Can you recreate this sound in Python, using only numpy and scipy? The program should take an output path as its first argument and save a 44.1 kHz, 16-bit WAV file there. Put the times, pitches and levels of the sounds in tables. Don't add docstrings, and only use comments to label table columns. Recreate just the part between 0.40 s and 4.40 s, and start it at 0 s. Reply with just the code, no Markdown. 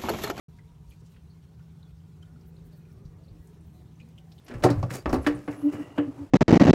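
import sys
import numpy as np
from scipy import signal
from scipy.fft import rfft, irfft
from scipy.io import wavfile
from scipy.ndimage import uniform_filter1d

SR = 44100
rng = np.random.default_rng(int(sys.argv[2]) if len(sys.argv) > 2 else 0)


def dump_mix(stems):
    frames = np.atleast_2d(stems).T
    limited = np.clip(frames, -1, 1)
    pcm = np.round(limited * 32767).astype(np.int16)
    wavfile.write(sys.argv[1], SR, pcm)


N = 176400
T = np.arange(N) / SR
BIN_HZ = np.fft.rfftfreq(N, 1 / SR)
BAND_LIMIT_HZ = 15900


def amp(db):
    return 10 ** (np.asarray(db) / 20)


def unit(x):
    return x / np.sqrt(np.mean(abs(x) ** 2) + 1e-20)


def add(mix, start_s, sound):
    part = mix[max(round(start_s * SR), 0):][:len(sound)]
    part += sound[:len(part)]


def envelope(points):
    return amp(np.interp(T, *np.transpose(points)))


def noise(spectrum):
    hz, db = np.transpose(spectrum)
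    gain = amp(np.interp(np.log(BIN_HZ + 1), np.log(hz), db))
    return unit(irfft(rfft(rng.standard_normal(N)) * gain, N))


def drift(rate_hz):
    lowpass = np.exp(-(BIN_HZ / rate_hz) ** 2) * (BIN_HZ > 0)
    return unit(irfft(rfft(rng.standard_normal(N)) * lowpass, N))


def patchy(x, depth_db, patch_s, patch_hz, size=2048):
    frames = dict(nperseg=size, noverlap=size * 3 // 4)
    spectra = signal.stft(x, **frames)[2]
    field = rng.standard_normal(spectra.shape)
    for axis, span in enumerate((patch_hz * size / SR, patch_s * SR / (size // 4))):
        field = uniform_filter1d(field, max(round(span), 1), axis)
    return unit(signal.istft(spectra * amp(depth_db * unit(field)), **frames)[1][:N])


def ring(x, hz, width_hz):
    b, a = signal.iirpeak(min(hz, SR / 2 - 1), hz / width_hz, SR)
    return signal.lfilter(b, a, signal.lfilter(b, a, x))


# frequency_hz, density_db
AIR_SPECTRUM = [(20, -77), (30, -31.5), (42, -16.5), (70, -1), (110, 0), (150, 0), (195, -7.5), (250, -16),
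                (340, -22), (430, -17.5), (540, -32.5), (920, -28), (1400, -36), (2200, -49), (8000, -87)]
RUMBLE_SPECTRUM = [(20, -15.5), (30, -20.5), (40, -1.5), (60, 4), (90, 1.5), (200, -46.5), (500, -75)]
RUSH_SPECTRUM = [(100, -24), (210, 7.5), (290, -1.5), (400, -1), (500, -7.5), (740, -11.5), (880, -17),
                 (1200, -23.5), (1800, -21.5), (6000, -47)]
HISS_SPECTRUM = [(100, 3.5), (1500, 2.5), (2800, 1.5), (4300, 0.5), (4900, -2.5), (5500, -0.5), (7800, -4),
                 (9600, -4), (11200, -6.5), (16000, -8.5)]
# time_s, level_db
RUMBLE_ENVELOPE = [(0, -54.5), (.6, -62.5), (1.3, -71), (1.7, -75), (2.3, -61.5), (3.2, -66.5), (4, -67)]
RUSH_ENVELOPE = [(0, -75.5), (1.5, -75), (2.1, -62.5), (2.5, -63.5), (2.9, -62), (3.3, -62.5), (4, -64)]
def room_tone(air_db=-53.5, hiss_db=-72.5):
    air = amp(air_db + 1.43 * drift(23)) * noise(AIR_SPECTRUM)
    rumble = envelope(RUMBLE_ENVELOPE) * amp(3.5 * drift(10)) * noise(RUMBLE_SPECTRUM)
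    rush = envelope(RUSH_ENVELOPE) * patchy(noise(RUSH_SPECTRUM), depth_db=6, patch_s=.1, patch_hz=65)
    hiss_gain = amp(hiss_db + .9 * drift(34))
    hiss = hiss_gain * patchy(noise(HISS_SPECTRUM), depth_db=1.8, patch_s=.04, patch_hz=260, size=512)
    return air + rumble + rush + hiss


# frequency_hz, level_db, waver_ratio
HUM_PARTIALS = [(75.5, -60, 0.8), (91.1, -61.5, 0.86), (144, -61, 0.4), (162.6, -53.5, .15),
                (309.6, -80.5, 0.54), (379.7, -79.5, 1), (553, -86, 0.67), (731, -85.5, 0.82)]
# time_s, gain_db
HUM_ENVELOPE = [(0, -1), (.7, -2.5), (1.2, 1.5), (2.8, 1), (4, -1.5)]
def machine_hum(waver_hz=7.7):
    tones = np.zeros(N)
    for hz, db, waver in HUM_PARTIALS:
        modulation = 1 + waver * (drift(waver_hz) + 1j * drift(waver_hz))
        carrier = np.exp(2j * np.pi * (hz * T + rng.random()))
        tones += amp(db) * unit((modulation * carrier).real)
    return tones * envelope(HUM_ENVELOPE)


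# peak_s, level_db, pitch_hz, width_hz, fade_s
RESONANCES = [(0.373, -73, 946, 28, .2), (1.55, -81, 1445, 90, 0.77), (2.242, -64.5, 387, 34, 0.42),
              (2.28, -60, 232, 28, 0.043), (2.47, -77.5, 1430, 33, 0.13), (2.672, -76.5, 1180, 76, 0.18),
              (2.708, -73, 447, 59, 0.46), (2.814, -71, 642, 25, 0.044), (2.88, -73, 530, 24, 0.064),
              (3.13, -62.5, 410, 24, 0.063), (3.1, -67.5, 309, 11, 1), (3.385, -69, 721, 14, 0.06),
              (3.386, -76, 4030, 190, 0.046), (3.882, -70.5, 760, 52, 0.096)]
def hollow_tones(flutter_db=3.5, flutter_hz=9):
    out = np.zeros(N)
    for peak_s, db, hz, width_hz, fade_s in RESONANCES:
        swell = np.exp(-((T - peak_s) / fade_s) ** 2)
        flutter = amp(flutter_db * drift(flutter_hz))
        tone = swell * flutter * ring(rng.standard_normal(N), hz, 2 * width_hz)
        out += amp(db) * tone * np.linalg.norm(swell) / np.linalg.norm(tone)
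    return out


# peak_s, level_db, pitch_hz, fade_s
HAND_BUMPS = [(0.493, -41.5, 59, 0.019), (1.529, -43, 64.6, 0.021), (2.079, -44, 69, 0.012),
              (2.271, -51, 49, 0.045), (2.577, -35, 118, 0.0063), (2.657, -34.5, 136, 0.007),
              (2.654, -40, 65, 0.011), (2.679, -43, 46, 0.019), (2.919, -36.5, 95, 0.0064),
              (2.94, -47, 46, .018), (3.002, -44, 56.3, 0.016), (3.607, -40.5, 89, .008)]
def hand_bumps():
    out = np.zeros(N)
    for peak_s, db, hz, fade_s in HAND_BUMPS:
        t = T - peak_s
        out -= amp(db) * np.exp(-abs(t) / fade_s) * np.cos(2 * np.pi * hz * t)
    return out


# peak_s, level_db, centre_hz, width_octaves, fade_s
SKIN_STROKES = [(0.177, -72, 4480, 1.1, 0.018), (0.505, -67, 11100, 0.17, 0.0068),
                (0.516, -71, 5200, 1, 0.05), (0.605, -73, 5500, 0.54, 0.014),
                (0.667, -68, 5700, 0.55, 0.014), (0.722, -73, 10900, 1.2, 0.024),
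                (0.746, -75, 2700, 0.58, 0.058), (2.082, -69.5, 14600, 0.47, .02),
                (2.268, -70.5, 13900, 1, 0.021), (2.334, -75, 13100, 0.64, 0.0077),
                (2.378, -71, 13900, 0.71, 0.02), (2.53, -73, 13300, 0.66, 0.0099),
                (3.053, -75.5, 13200, 0.87, 0.066), (3.269, -73, 15000, 0.36, 0.0066),
                (3.369, -76.5, 12000, 1, 0.091), (3.6, -76, 5200, .5, 0.016),
                (3.69, -68, 10000, 0.96, 0.0034), (3.788, -72, 10900, 0.98, .006),
                (3.965, -74, 10600, 1.8, 0.12)]
def skin_brushes():
    out = np.zeros(N)
    friction = rfft(patchy(rng.standard_normal(N), depth_db=3, patch_s=.006, patch_hz=700, size=256))
    for peak_s, db, centre_hz, octaves, fade_s in SKIN_STROKES:
        band = np.exp(-.5 * (np.log2((BIN_HZ + 1) / centre_hz) / octaves) ** 2)
        swell = np.exp(-abs((T - peak_s) / fade_s) ** 1.5)
        out += amp(db) * swell * unit(irfft(friction * band * (BIN_HZ < BAND_LIMIT_HZ), N))
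    return out


def tick(db, hz, length_s, width_hz, slips_per_s=1500, lock_width_hz=300, snap_db=-14, size=4096):
    t = np.arange(size) / SR
    slip_chance = slips_per_s / SR
    slipping = rng.random(2 * size) < slip_chance
    slips = rng.standard_normal(2 * size) * (np.sqrt(slip_chance) + slipping)
    ringing = unit(ring(slips, hz, 2 * width_hz)[size:])
    snap_band_hz = np.minimum(hz * np.array((.9, 2.8)), BAND_LIMIT_HZ)
    snap = unit(signal.lfilter(*signal.butter(2, snap_band_hz, "band", fs=SR), slips)[size:])
    jitter = .012 * unit(uniform_filter1d(rng.standard_normal(size), size=100))
    squeak = unit(np.sin(2 * np.pi * np.cumsum(hz * (1 + jitter)) / SR))
    locked = np.exp(-width_hz / lock_width_hz)
    body = np.sqrt(locked) * squeak + np.sqrt(1 - locked) * ringing
    shape = np.minimum(t / .0025, 1) * np.exp(-(t / length_s) ** 3)
    sound = shape * (body + amp(snap_db) * snap)
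    return amp(db) * sound * np.linalg.norm(shape) / np.linalg.norm(sound)


# start_s, level_db, pitch_hz, length_s, width_hz
STICKY_TICKS = [(0.184, -59, 1974, 0.013, 261), (0.507, -64.5, 3210, 0.0097, 400),
                (0.516, -63.5, 2400, 0.022, 280), (0.76, -64, 1820, 0.014, 700),
                (.762, -70.5, 3020, 0.021, 600), (0.897, -71.5, 4410, 0.039, 320),
                (1.192, -69, 2740, 0.0075, 800), (1.199, -66, 1510, 0.015, 300),
                (1.427, -59.5, 3920, 0.0071, 400), (1.449, -72.5, 3420, 0.028, 150),
                (1.475, -80, 4420, 0.04, 100), (1.825, -56.5, 3094, 0.0087, 119),
                (1.826, -65, 1443, 0.014, 200), (1.959, -65, 1390, 0.010, 200),
                (2.009, -67.5, 5450, 0.0079, 600), (2.164, -65.5, 4070, 0.0088, 350),
                (2.316, -73, 4480, 0.052, 400), (2.451, -69, 2460, 0.012, 199),
                (2.517, -63, 5440, 0.003, 400), (2.65, -69, 5000, 0.025, 1300),
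                (2.835, -73, 4460, 0.026, 400), (2.881, -67, 4070, 0.0093, 250),
                (2.888, -73, 4550, 0.019, 450), (3.07, -65.5, 8230, 0.012, 2540),
                (3.207, -70, 8940, 0.01, 900), (3.555, -71, 6150, 0.011, 258),
                (3.599, -56, 2533, 0.013, 348), (3.613, -57.5, 2480, 0.0085, 200),
                (3.622, -74, 4200, 0.021, 250), (3.778, -55, 3030, 0.004, 400),
                (3.781, -54.5, 3077, 0.0088, 229), (3.917, -62, 3300, 0.0083, 700),
                (3.917, -61, 4750, 0.017, 1210), (3.98, -60, 3550, 0.014, 604)]
def sticky_ticks(faint_per_s=16, faint_db=-81.5, spread_db=3, low_hz=2085, high_hz=5560):
    out = np.zeros(N)
    for start_s, db, hz, length_s, width_hz in STICKY_TICKS:
        add(out, start_s, tick(db, hz, length_s, width_hz))
    for when, pitch, force, length in rng.random((round(faint_per_s * N / SR), 4)):
        db = faint_db + spread_db * (2 * force - 1)
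        hz = low_hz * (high_hz / low_hz) ** pitch
        add(out, when * N / SR, tick(db, hz, length_s=.028 * (.5 + length), width_hz=420))
    return out


def reverberation(x, t60_s=.14, level_db=-8):
    t = T[:SR // 2]
    tail = rng.standard_normal(len(t)) * amp(-60 * t / t60_s)
    return amp(level_db) * signal.fftconvolve(x, tail / np.linalg.norm(tail))[:N]


def scene():
    background = room_tone() + machine_hum() + hollow_tones()
    handling = hand_bumps() + skin_brushes()
    ticks = sticky_ticks()
    return (background + handling + ticks + reverberation(ticks))[None]


def record(dry):
    notch_hz, notch_width_hz, notch_depth = 10350, 800, .44
    port = signal.lfilter(*signal.iirpeak(notch_hz, notch_hz / notch_width_hz, SR), dry)
    switch_on = np.clip((T - .083) / .002, 0, 1)
    lowpass = signal.firwin(511, BAND_LIMIT_HZ, window=("kaiser", 9), fs=SR)
    return signal.oaconvolve((dry - notch_depth * port) * switch_on, lowpass[None], "same")


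dry = scene()
out = record(dry)
dump_mix(out)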